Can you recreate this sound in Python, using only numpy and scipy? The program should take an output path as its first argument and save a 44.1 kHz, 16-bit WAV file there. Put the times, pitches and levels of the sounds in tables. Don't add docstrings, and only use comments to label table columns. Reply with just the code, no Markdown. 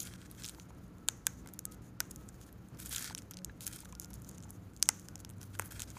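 import sys
import numpy as np
from scipy import signal
from scipy.fft import rfft, irfft, next_fast_len
from scipy.io import wavfile
from scipy.ndimage import uniform_filter1d, map_coordinates

SR = 44100
rng = np.random.default_rng(int(sys.argv[2]) if len(sys.argv) > 2 else 0)


def digitize_waveform(pressure):
    field = np.atleast_2d(pressure).T
    bounded = np.clip(field, -1, 1)
    quanta = np.round(bounded * 32767).astype(np.int16)
    wavfile.write(sys.argv[1], SR, quanta)


N = 263718

# f/Hz, relative level/dB
ROOM_SPECTRUM = [(15, -34), (25, -8.5), (98, -5), (198, -6.5), (296, -10.5), (377, -16), (494, -18),
                 (550, -21), (629, -22.5), (941, -25.5), (1300, -26.5), (3610, -41.5), (3910, -40.5),
                 (6690, -47), (15400, -73)]
# f/Hz, width/Hz, level/dB
MACHINE_HUM = [(59.7, 12, -60.5), (119, 24, -60), (182, 8.1, -61), (302, 52, -68.5), (1338, 150, -78.5)]
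# t/s, level/dB
DRONE_LEVELS = [(0, -69.5), (2.4, -71.5), (3.55, -60), (5.5, -55.5), (5.98, -54.5)]
# t/s, length/s, f/Hz, level/dB
FAR_TONES = [(0.988, 0.06, 1314, -70), (1.626, 0.1, 1270, -69), (1.72, 0.056, 1460, -70),
             (1.763, 0.098, 1230, -74), (2.122, 0.15, 1286, -70.5), (3.337, 0.17, 552, -65.5),
             (3.859, 0.037, 1240, -65.5), (3.947, 0.13, 1415, -67), (5.02, 0.08, 1464, -74.5),
             (5.13, .12, 1513, -73)]
# t/s, level/dB
RUSTLE_LEVELS = [(0, -81.5), (.5, -61.5), (.7, -74), (1.07, -73.5), (1.11, -66), (1.24, -74), (1.3, -67),
                 (1.45, -74), (1.99, -77), (2.03, -67), (2.25, -69), (2.5, -71.5), (2.76, -73),
                 (2.85, -55.5), (3.03, -45.5), (3.11, -69), (3.5, -76), (3.8, -66), (3.95, -73),
                 (4.28, -69), (4.56, -74), (4.78, -72), (4.95, -64.5), (5.21, -75), (5.5, -70), (5.66, -62),
                 (5.78, -70), (5.98, -64.5)]
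# f/Hz, width/Hz, gain/dB
BEAK_HOLLOW = [(6680, 1800, -8.5), (9400, 820, -10.5)]
# t/s, level/dB, f/Hz, overtones/dB re the fundamental
PITCHED_KNOCKS = [(.584, -43.5, 900, -12), (.705, -46, 940, -12), (1.086, -36, 2300, -9),
                  (1.2686, -24, 1530, -9), (1.46, -43.5, 894, -3.5), (2.0055, -25, 1530, -20),
                  (2.49, -51, 1720, -11), (3.108, -35.5, 890, -18), (3.496, -38, 1660, -15),
                  (3.833, -42.5, 910, -12), (3.928, -40, 1030, -9), (4.108, -48, 940, -10),
                  (4.454, -45, 880, -16), (4.501, -47, 790, -14), (4.8898, -28.5, 867, 3.5),
                  (5.156, -44, 795, -14), (5.968, -35, 990, -13)]
# multiple of the fundamental, added gain/dB
KNOCK_OVERTONES = [(1.6, 0.5), (2.35, 0.5)]
# t/s, length/s, level/dB, depth (0 rim, 1 bottom), dust/dB re level
FOOD_STROKES = [(0, 0.033, -45.5, 0.24, 1), (0.033, .067, -54.5, 0.91, -6), (0.105, 0.056, -62.5, 1, -9),
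                (0.175, 0.089, -63, 1, -11.5), (0.296, 0.031, -64.5, 0.85, -4),
                (0.372, 0.086, -59, .9, -13), (0.43, 0.072, -55.5, .6, -16), (0.506, 0.048, -67, 1, -7),
                (0.59, 0.042, -67, 0.1, -7), (0.685, 0.021, -65, 0.22, -9.5), (0.832, 0.036, -75, 0.3, -16),
                (1.37, 0.036, -66.5, .1, -5), (1.48, .018, -66, .7, -9), (1.531, .013, -65, .3, -7),
                (1.71, 0.035, -63.5, 0.7, 1), (1.818, 0.076, -70.5, 0.1, -1), (2.197, .054, -76, 0.1, -7.5),
                (2.282, 0.011, -62, .1, -4.5), (2.4, 0.039, -65, 0.25, -5), (2.458, .034, -67, 0.5, -3.5),
                (2.787, 0.044, -54.5, 0.8, 0), (2.847, 0.025, -51, 0.7, -1),
                (2.906, 0.031, -43.5, 0.78, -2.5), (2.943, .14, -47.5, 0.91, -9),
                (3.084, 0.044, -56, 1, -12), (3.166, 0.031, -59.5, 1, -7), (3.309, 0.0082, -54, 0.95, -8.5),
                (3.369, .021, -63, 0.9, -11), (3.605, 0.043, -50.5, 0.46, -1.5),
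                (3.657, 0.023, -48.5, 0.66, 4), (3.67, 0.047, -58.5, 1, 0), (3.723, 0.047, -53, 0.8, -3),
                (3.781, 0.046, -59.5, 0.74, -6), (3.846, 0.0053, -51.5, 0.14, -5),
                (3.886, 0.018, -64.5, 0.14, -6), (4.006, 0.038, -59.5, 0.13, -4),
                (4.1, 0.0082, -58, 0.5, -12), (4.135, 0.022, -60.5, 0.23, 1), (4.17, 0.027, -75, 0.13, -17),
                (4.223, .03, -73, 0.1, -14), (4.262, 0.023, -65.5, 0, -14),
                (4.301, 0.056, -65.5, 0.16, -17), (4.372, .011, -65, .2, -14),
                (4.43, 0.016, -62, 0.03, -15.5), (4.488, 0.013, -64, 0.15, -6),
                (4.525, 0.039, -71, 0.02, 2), (4.614, 0.025, -74.5, 0.17, -13),
                (5.043, .015, -64, 0.07, -9.5), (5.188, 0.02, -58.5, 0.28, -1),
                (5.406, 0.032, -59.5, 0.9, 0), (5.449, 0.022, -68, 0.8, 3), (5.528, 0.032, -63, 1, -9),
                (5.603, 0.018, -58, 1, -1), (5.64, .037, -65, 0.6, 11.5), (5.705, 0.044, -58, 0.92, 0),
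                (5.752, 0.043, -55.5, 0.98, -6), (5.796, 0.04, -49, 0.76, -9),
                (5.873, 0.045, -59, 0.73, -12), (5.95, .034, -58.5, 1, -7.5)]
# f/Hz, relative level/dB
CRUMB_SPECTRUM = [(1500, -12), (2400, -9), (3100, -0.5), (3900, -0.5), (5500, 1.5), (8500, 1.5),
                  (10500, -11.5), (15000, -30)]
# f/Hz, relative level/dB
DUST_SPECTRUM = [(7000, -43), (9500, 9), (12000, 8), (15500, 7)]
# t/s, energy/dB, f/Hz, then bite/dB, knock/dB, sparkle/dB re energy
HULL_SNAPS = [(.0037, -12.5, 6870, -39, -34, -9), (0.031, -21, 9200, -17, -25, -15),
              (0.0532, -26, 7900, -7, -20, -8), (.0726, -36, 6800, 10, -3, -4),
              (0.138, -33.5, 8500, 5, -2, -5), (.2168, -37, 7800, 3.5, -8, -18),
              (.3135, -32, 9500, -6, -20, 5.5), (.3497, -39.5, 8600, -2, -9, -7),
              (.3983, -38, 9450, -4, -6, 3), (.422, -28.5, 7300, 1, -7, -21),
              (0.437, -22, 7000, -10, -26, -15), (.445, -18.5, 5000, -4, -21, -22),
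              (0.4523, -21.5, 5160, -1, -22, -5), (0.4624, -18.5, 6900, -7, -27, -16),
              (0.4792, -23.5, 8600, -9, -11, -16), (0.4877, -20, 6260, -16, -30, -19),
              (0.4955, -20.5, 8700, -4.5, -14, -21), (.548, -34.5, 5100, -14, -2, -8),
              (.5986, -27, 6040, -0.5, -13, -17.5), (.9838, -42, 6740, -6.5, -17, -6),
              (1.0793, -30, 6700, -26, -9.5, -14), (1.0866, 0, 7300, -4, -13, -30),
              (1.2569, -42.5, 7000, -15, -13, -14), (1.2685, -1, 6670, -12.5, -10.5, -6.5),
              (1.336, -41.5, 6900, -13, -9, -8), (1.4604, -40, 7600, -3, -2, -3),
              (1.4743, -29, 6700, -19, -8.5, -5), (1.4882, -32.5, 6960, -19, -2, -13),
              (1.5373, -32.5, 9500, -12, -16, 8.5), (1.5918, -17.5, 7040, -26, -16.5, -1.5),
              (1.654, -13, 8100, -23, -19.5, -4), (1.722, -31, 7040, -20, -23, -5.5),
              (1.7458, -39, 7000, -13, -8, 0), (2.0044, -5.5, 6270, -14.5, -7, -6),
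              (2.1103, -24, 7600, -16, -33, -4), (2.1137, -25, 7550, -24, -27, -3),
              (2.161, -25, 6750, -26.5, -18, -8), (2.2895, -26, 7000, -27, -21, -20),
              (2.4142, -33.5, 6400, -7, -9, -13), (2.4664, -39.5, 8900, -26, -13, -2),
              (2.5278, -41.5, 9500, -6, -14, 8), (2.748, -42.5, 5500, -22, -13.5, -8.5),
              (2.7732, -40.5, 5100, -3, -8, -6), (2.8015, -23.5, 8900, -8, -22, -4),
              (2.8602, -21.5, 8350, -10, -23, -2), (2.8944, -21.5, 9200, -21, -24, -6),
              (2.9276, -19, 5470, 0, -9, -2), (2.9485, -19.5, 6850, 3.5, -13, -6),
              (2.9618, -10.5, 7640, -29, -27, -9), (2.9648, -18.5, 6940, 2, -18, -8),
              (2.9824, -14.5, 6370, -12, -27, -16), (2.9944, -27, 9100, -12, -18, 7),
              (3.009, -28, 9500, -10, -2, 1), (3.0255, -18, 7280, -10, -16, -10),
              (3.0444, -18.5, 5500, -12, -9, -3), (3.099, -24.5, 5000, -8, -1, -13),
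              (3.1495, -13, 5500, -8, -16, -37), (3.1776, -25.5, 7240, 0, -21, -15),
              (3.1816, -19.5, 6300, -11, -27, -16), (3.188, -25, 5300, -10, -21, -10),
              (3.2212, -32.5, 6200, -15, -9, -20.5), (3.311, -23, 6500, -7.5, -12.5, -0.5),
              (3.3372, -29, 5070, -2.5, -14.5, -19.5), (3.3424, -30, 4900, -13, -10, -22),
              (3.3712, -23, 5250, -13, -25, -18.5), (3.3888, -36, 4900, 7, -8.5, -16),
              (3.4471, -14, 7400, -43, -40, -6.5), (3.608, -25.5, 8200, -0.5, -27, -2),
              (3.6673, -13, 7550, -17, -34, -4), (3.6775, -15.5, 7200, -4.5, -17, -3),
              (3.729, -26, 7500, -20.5, -18, -14), (3.734, -25.5, 7800, -3, -19, -13),
              (3.7617, -23, 9600, -26, -27, -12.5), (3.8052, -25, 9400, -26, -19, -7),
              (3.8559, -32, 6300, -1.5, -1, -14), (3.8899, -41, 7100, -7, -8, -3),
              (3.9255, -28, 6200, -8.5, -15, -23), (3.9521, -27, 5960, -14, -16.5, -29),
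              (3.9987, -18.5, 7000, -26, -34, 0), (4.0179, -29, 6650, -32.5, -21, -10),
              (4.0249, -31, 6700, -25, -18, -18), (4.0463, -23.5, 6550, -25, -27, -9.5),
              (4.0574, -35, 7100, -16, -16, -11), (4.1049, -42.5, 6900, -5, -8, 9.5),
              (4.1334, -30, 6100, -26, -21, -8.5), (4.1406, -27.5, 8250, -20, -22, -1),
              (4.2204, -31.5, 9500, -29, -26, -13), (4.2471, -32, 6600, -27, -24, -21),
              (4.2907, -25, 9500, -26, -22, -14.5), (4.2944, -27, 7100, -30, -21, -17),
              (4.278, -40.5, 6840, -22, -20, -14), (4.3137, -34, 6070, -19, -7, -16),
              (4.347, -39, 6300, -24, -17, -20), (4.3825, -28, 6370, -10.5, -16, -11),
              (4.4264, -32.5, 6300, -14, -16.5, -17), (4.4364, -33.5, 6500, -3, -14.5, -22),
              (4.506, -27, 9000, -22, -24, 0.5), (4.765, -30, 6400, -36, -26, -16.5),
              (4.774, -36, 6760, -17, -17, -20), (4.7993, -40.5, 6800, -9, -17, -11),
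              (4.827, 3, 6400, -24, -21.5, -28), (4.8575, -28, 6900, -6, -26, -12),
              (4.8899, 5, 6340, -13.5, -13, -21), (4.9968, -29, 7300, -30, -25, -13),
              (5.0861, -23, 6060, -15.5, -10, -9), (5.1567, -20.5, 6500, -27, -33, -31),
              (5.203, -31, 7040, -18, -11, -11), (5.249, -23, 5400, -5.5, -11, -8),
              (5.2932, -31.5, 7900, -20.5, -18, -18), (5.301, -32, 7800, -6, -12, -1),
              (5.3094, -37, 9500, -9, -9, -3), (5.415, -27, 5840, -8, -10, -7),
              (5.4307, -28, 6830, -16, -9.5, -6.5), (5.5519, -36.5, 7000, 5, 7, -1),
              (5.5905, -27, 6900, -9, -9.5, 0), (5.5965, -11, 8500, -13, 2.5, -5),
              (5.622, -27, 6700, -12, 2.5, -7), (5.6591, -31, 8300, -21, -15, 2),
              (5.7217, -26.5, 7760, -12, -3, -6), (5.7957, -20.5, 6800, 0.5, -9, -7),
              (5.8036, -17.5, 6700, -9, -12, -30), (5.8202, -13, 7150, -6.5, -24.5, -18),
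              (5.9035, -26.5, 7300, -26, -27, -19)]
# f/Hz, width/Hz, gain/dB
BEAK_MODES = [(5500, 170, -33), (6340, 155, 0.5), (7400, 1500, -46)]
# f/Hz, width/Hz, gain/dB
BITE_MODES = [(3700, 2600, 0)]
# f/Hz, width/Hz, gain/dB
BOWL_MODES = [(487, 210, -10), (887, 170, -8), (1990, 780, -16)]
# f/Hz, width/Hz, gain/dB
SPARKLE_MODES = [(10670, 1330, 5.5), (12640, 3860, 4)]
# f/Hz, width/Hz, gain/dB
ROOM_COLOUR = [(3350, 1900, -10), (6380, 1400, 7.5), (12500, 8300, -6)]

BODY_DB, RASP_DB, CRUMBS_DB = (-29, -3), (4.5, -34), (-2.5, -1)
NIBBLE_COUNT, NIBBLE_DB, NIBBLE_SPREAD_DB = 70, -45, 4.5
GIVE_S, GIVE_DB = .0058, -38
WALL_S, WALL_DB = .0108, -31


def amp(db):
    return 10 ** (np.asarray(db) / 20)


def unit(x):
    return x / np.sqrt(np.mean(x ** 2, axis=-1, keepdims=True) + 1e-30)


def columns(rows):
    return np.transpose(rows)[:, :, None]


def spectrum(points):
    hz, db = np.transpose(points)
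    return lambda f: amp(np.interp(np.log(f + 1), np.log(hz + 1), db))


def curve(points):
    return np.interp(np.arange(N) / SR, *np.transpose(points))


def wobble(rate):
    return map_coordinates(rng.standard_normal(int(N * rate / SR) + 4), [np.arange(N) * rate / SR])


def filtered(x, response):
    n = x.shape[-1]
    size = next_fast_len(min(n, 4096) + n)
    return irfft(rfft(x, size) * response(np.fft.rfftfreq(size, 1 / SR)), size)[..., :n]


def coloured(x, response, energy_db):
    y = filtered(x, response)
    return amp(energy_db) * y / np.linalg.norm(y, axis=1, keepdims=True)


def modes(table, passes=1):
    return lambda f: sum((-1) ** k * amp(db) * 1j * f * width / (hz * hz - f * f + 1j * f * width)
                         for k, (hz, width, db) in enumerate(table)) ** passes


def place(times, shapes):
    at = np.round(np.maximum(times, 0) * SR).astype(int)[:, None] + np.arange(shapes.shape[1])
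    return np.bincount(at.ravel(), shapes.ravel(), N + SR)[:N]


def noise_band(hz, width):
    return unit(filtered(rng.standard_normal(N), lambda f: 1 / (1 + (2 * (f - hz) / width) ** 2)))


def household():
    air = amp(-54.5 + 1.26 * wobble(23)) * unit(filtered(rng.standard_normal(N), spectrum(ROOM_SPECTRUM)))
    hum = sum(amp(db + 1.5 * wobble(1.4)) * noise_band(hz, width) for hz, width, db in MACHINE_HUM)
    return air + hum + amp(curve(DRONE_LEVELS)) * noise_band(hz=97.9, width=4.2)


def far_tones():
    start, length, hz, db = columns(FAR_TONES)
    t = np.arange(12000) / SR
    envelope = (1 - np.exp(-t / .0061)) * amp(-60 * np.maximum(t - length, 0) / .26)
    return place(start[:, 0], amp(db) * envelope * np.sin(2 * np.pi * hz * t)) * amp(4.8 * wobble(25))


def grit(rate, size_db, hiss):
    hits = rng.random(N) < rate / SR
    size = np.minimum(rng.exponential(size=N), 3)
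    crumbs = hits * amp(size_db * size + 5.8 * wobble(90)) * rng.standard_normal(N)
    scrape = hiss * amp(2.5 * wobble(70)) * rng.standard_normal(N)
    frames = signal.stft(unit(crumbs) + scrape, nperseg=128)[2]
    patches = uniform_filter1d(rng.standard_normal(frames.shape), size=6, axis=0)
    patches = uniform_filter1d(patches, size=4, axis=1)
    return signal.istft(frames * amp(1.54 * patches / patches.std()), nperseg=128)[1][:N]


def soft_rustle():
    beak = lambda f: modes(BEAK_HOLLOW, passes=2)(f) + amp(-11) * f / (f + 3000)
    rustle = grit(rate=1500, size_db=2.5, hiss=2.5)
    return amp(curve(RUSTLE_LEVELS)) * unit(filtered(rustle, beak))


def pitched_knocks():
    start, db, hz, overtone_db = columns(PITCHED_KNOCKS)
    t = np.arange(1500) / SR
    phase = 2 * np.pi * hz * t
    ring = np.sin(phase) + sum(amp(overtone_db + gain) * np.sin(k * phase) for k, gain in KNOCK_OVERTONES)
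    rough = 1 + .3 * unit(uniform_filter1d(rng.standard_normal(ring.shape), size=40, axis=1))
    envelope = amp(db - 60 * t / .016) * (1 - np.exp(-t / .00082))
    return place(start[:, 0], envelope * ring * rough)


def rummaging():
    start, length, db, depth, dust_db = columns(FOOD_STROKES)
    t = np.arange(9000) / SR
    envelope = (1 - np.exp(-t / .003)) * amp(-60 * np.maximum(t - length, 0) / .028)
    rattle = grit(rate=1200, size_db=-1, hiss=1.64)

    def layer(response, relative_db):
        return place(start[:, 0], amp(db + relative_db) * envelope) * unit(filtered(rattle, response))

    at_depth = lambda rim, bottom: rim + (bottom - rim) * depth
    crumbs = layer(spectrum(CRUMB_SPECTRUM), at_depth(*CRUMBS_DB))
    rasp = layer(modes(BEAK_HOLLOW, passes=2), at_depth(*RASP_DB))
    dust = layer(spectrum(DUST_SPECTRUM), dust_db)
    bowl = layer(modes([(1450, 500, 0), (2300, 1200, -3), (3200, 500, -3)], passes=2), at_depth(*BODY_DB))
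    return crumbs + rasp + dust + bowl


def snap_events():
    snaps = np.array(HULL_SNAPS)
    gives = snaps + [-GIVE_S, GIVE_DB, 0, 0, 0, 0]
    when, pitch = rng.random((NIBBLE_COUNT, 2)).T
    scatter = rng.standard_normal((NIBBLE_COUNT, 4))
    activity = np.cumsum(amp(np.minimum(curve(RUSTLE_LEVELS), -62)))
    times = np.interp(when, activity / activity[-1], np.arange(N) / SR)
    energy_db = NIBBLE_DB + NIBBLE_SPREAD_DB * scatter[:, 0]
    parts_db = np.array([-17, -8.5, -21.5]) + 5 * scatter[:, 1:]
    nibbles = np.column_stack([times, energy_db, 5500 + 4000 * pitch, parts_db])
    return np.vstack([snaps, gives[gives[:, 1] > -50], nibbles])


def room_tails(db, knock_db, decay_s=.42, gap_s=.008):
    t = np.arange(9000) / SR
    tail = rng.standard_normal((len(db), len(t))) * amp(-60 * t / decay_s) * (t > gap_s)
    bright = coloured(tail, modes(ROOM_COLOUR, passes=2), db - 25)
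    dark = coloured(tail, modes([(1400, 1500, 0)], passes=2), db + knock_db - 17.5)
    return bright + dark


def hull_snaps(creak_s=.001):
    times, db, hz, bite_db, knock_db, sparkle_db = columns(snap_events())
    t = np.arange(900) / SR
    creak = amp(-20) * (t / creak_s) * (t < creak_s)
    crack = np.exp(-((t - creak_s) * SR / 1.08) ** 2)
    after = np.maximum(t - creak_s, 0)
    splinters = (amp(-11 - 60 * after / .0025) + amp(-29 - 60 * after / .015)) * (t > creak_s)
    burst = rng.standard_normal((len(times), len(t))) * (creak + splinters) + crack

    def beak(f):
        ring = modes(BEAK_MODES)(f) + modes([(hz, .3 * hz, 3)])(f)
        return ring * 1j * f / (4000 + 1j * f)

    def bowl(f):
        ring = modes(BOWL_MODES)(f) + modes([(1545, 250, 0)])(f)
        return ring / (1 + 1j * f / 3000) ** 2 * 1j * f / (600 + 1j * f)

    click = coloured(burst, beak, db)
    click += coloured(burst, modes(BITE_MODES, passes=2), db + bite_db)
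    click += coloured(burst, modes(SPARKLE_MODES, passes=2), db + sparkle_db)
    click += coloured(burst, bowl, db + knock_db)
    start = np.maximum(times[:, 0] - creak_s - .0002, 0)
    wall_slap = amp(WALL_DB) * place(start + WALL_S, click)
    return place(start, click) + wall_slap + place(times[:, 0], room_tails(db, knock_db))


def scene():
    parrot = hull_snaps() + pitched_knocks() + rummaging() + soft_rustle()
    return (parrot + far_tones() + household())[None]


def record(dry, bass_hz=30, shelf_hz=15250, top_hz=16494):
    low_cut = lambda f: f ** 4 / (f ** 4 + bass_hz ** 4)
    shelf = lambda f: amp(-38 / (1 + np.exp(-np.clip((f - shelf_hz) / 70, -50, 50))))
    return filtered(dry, lambda f: low_cut(f) * shelf(f) * (f < top_hz))


dry = scene()
out = record(dry)
digitize_waveform(out)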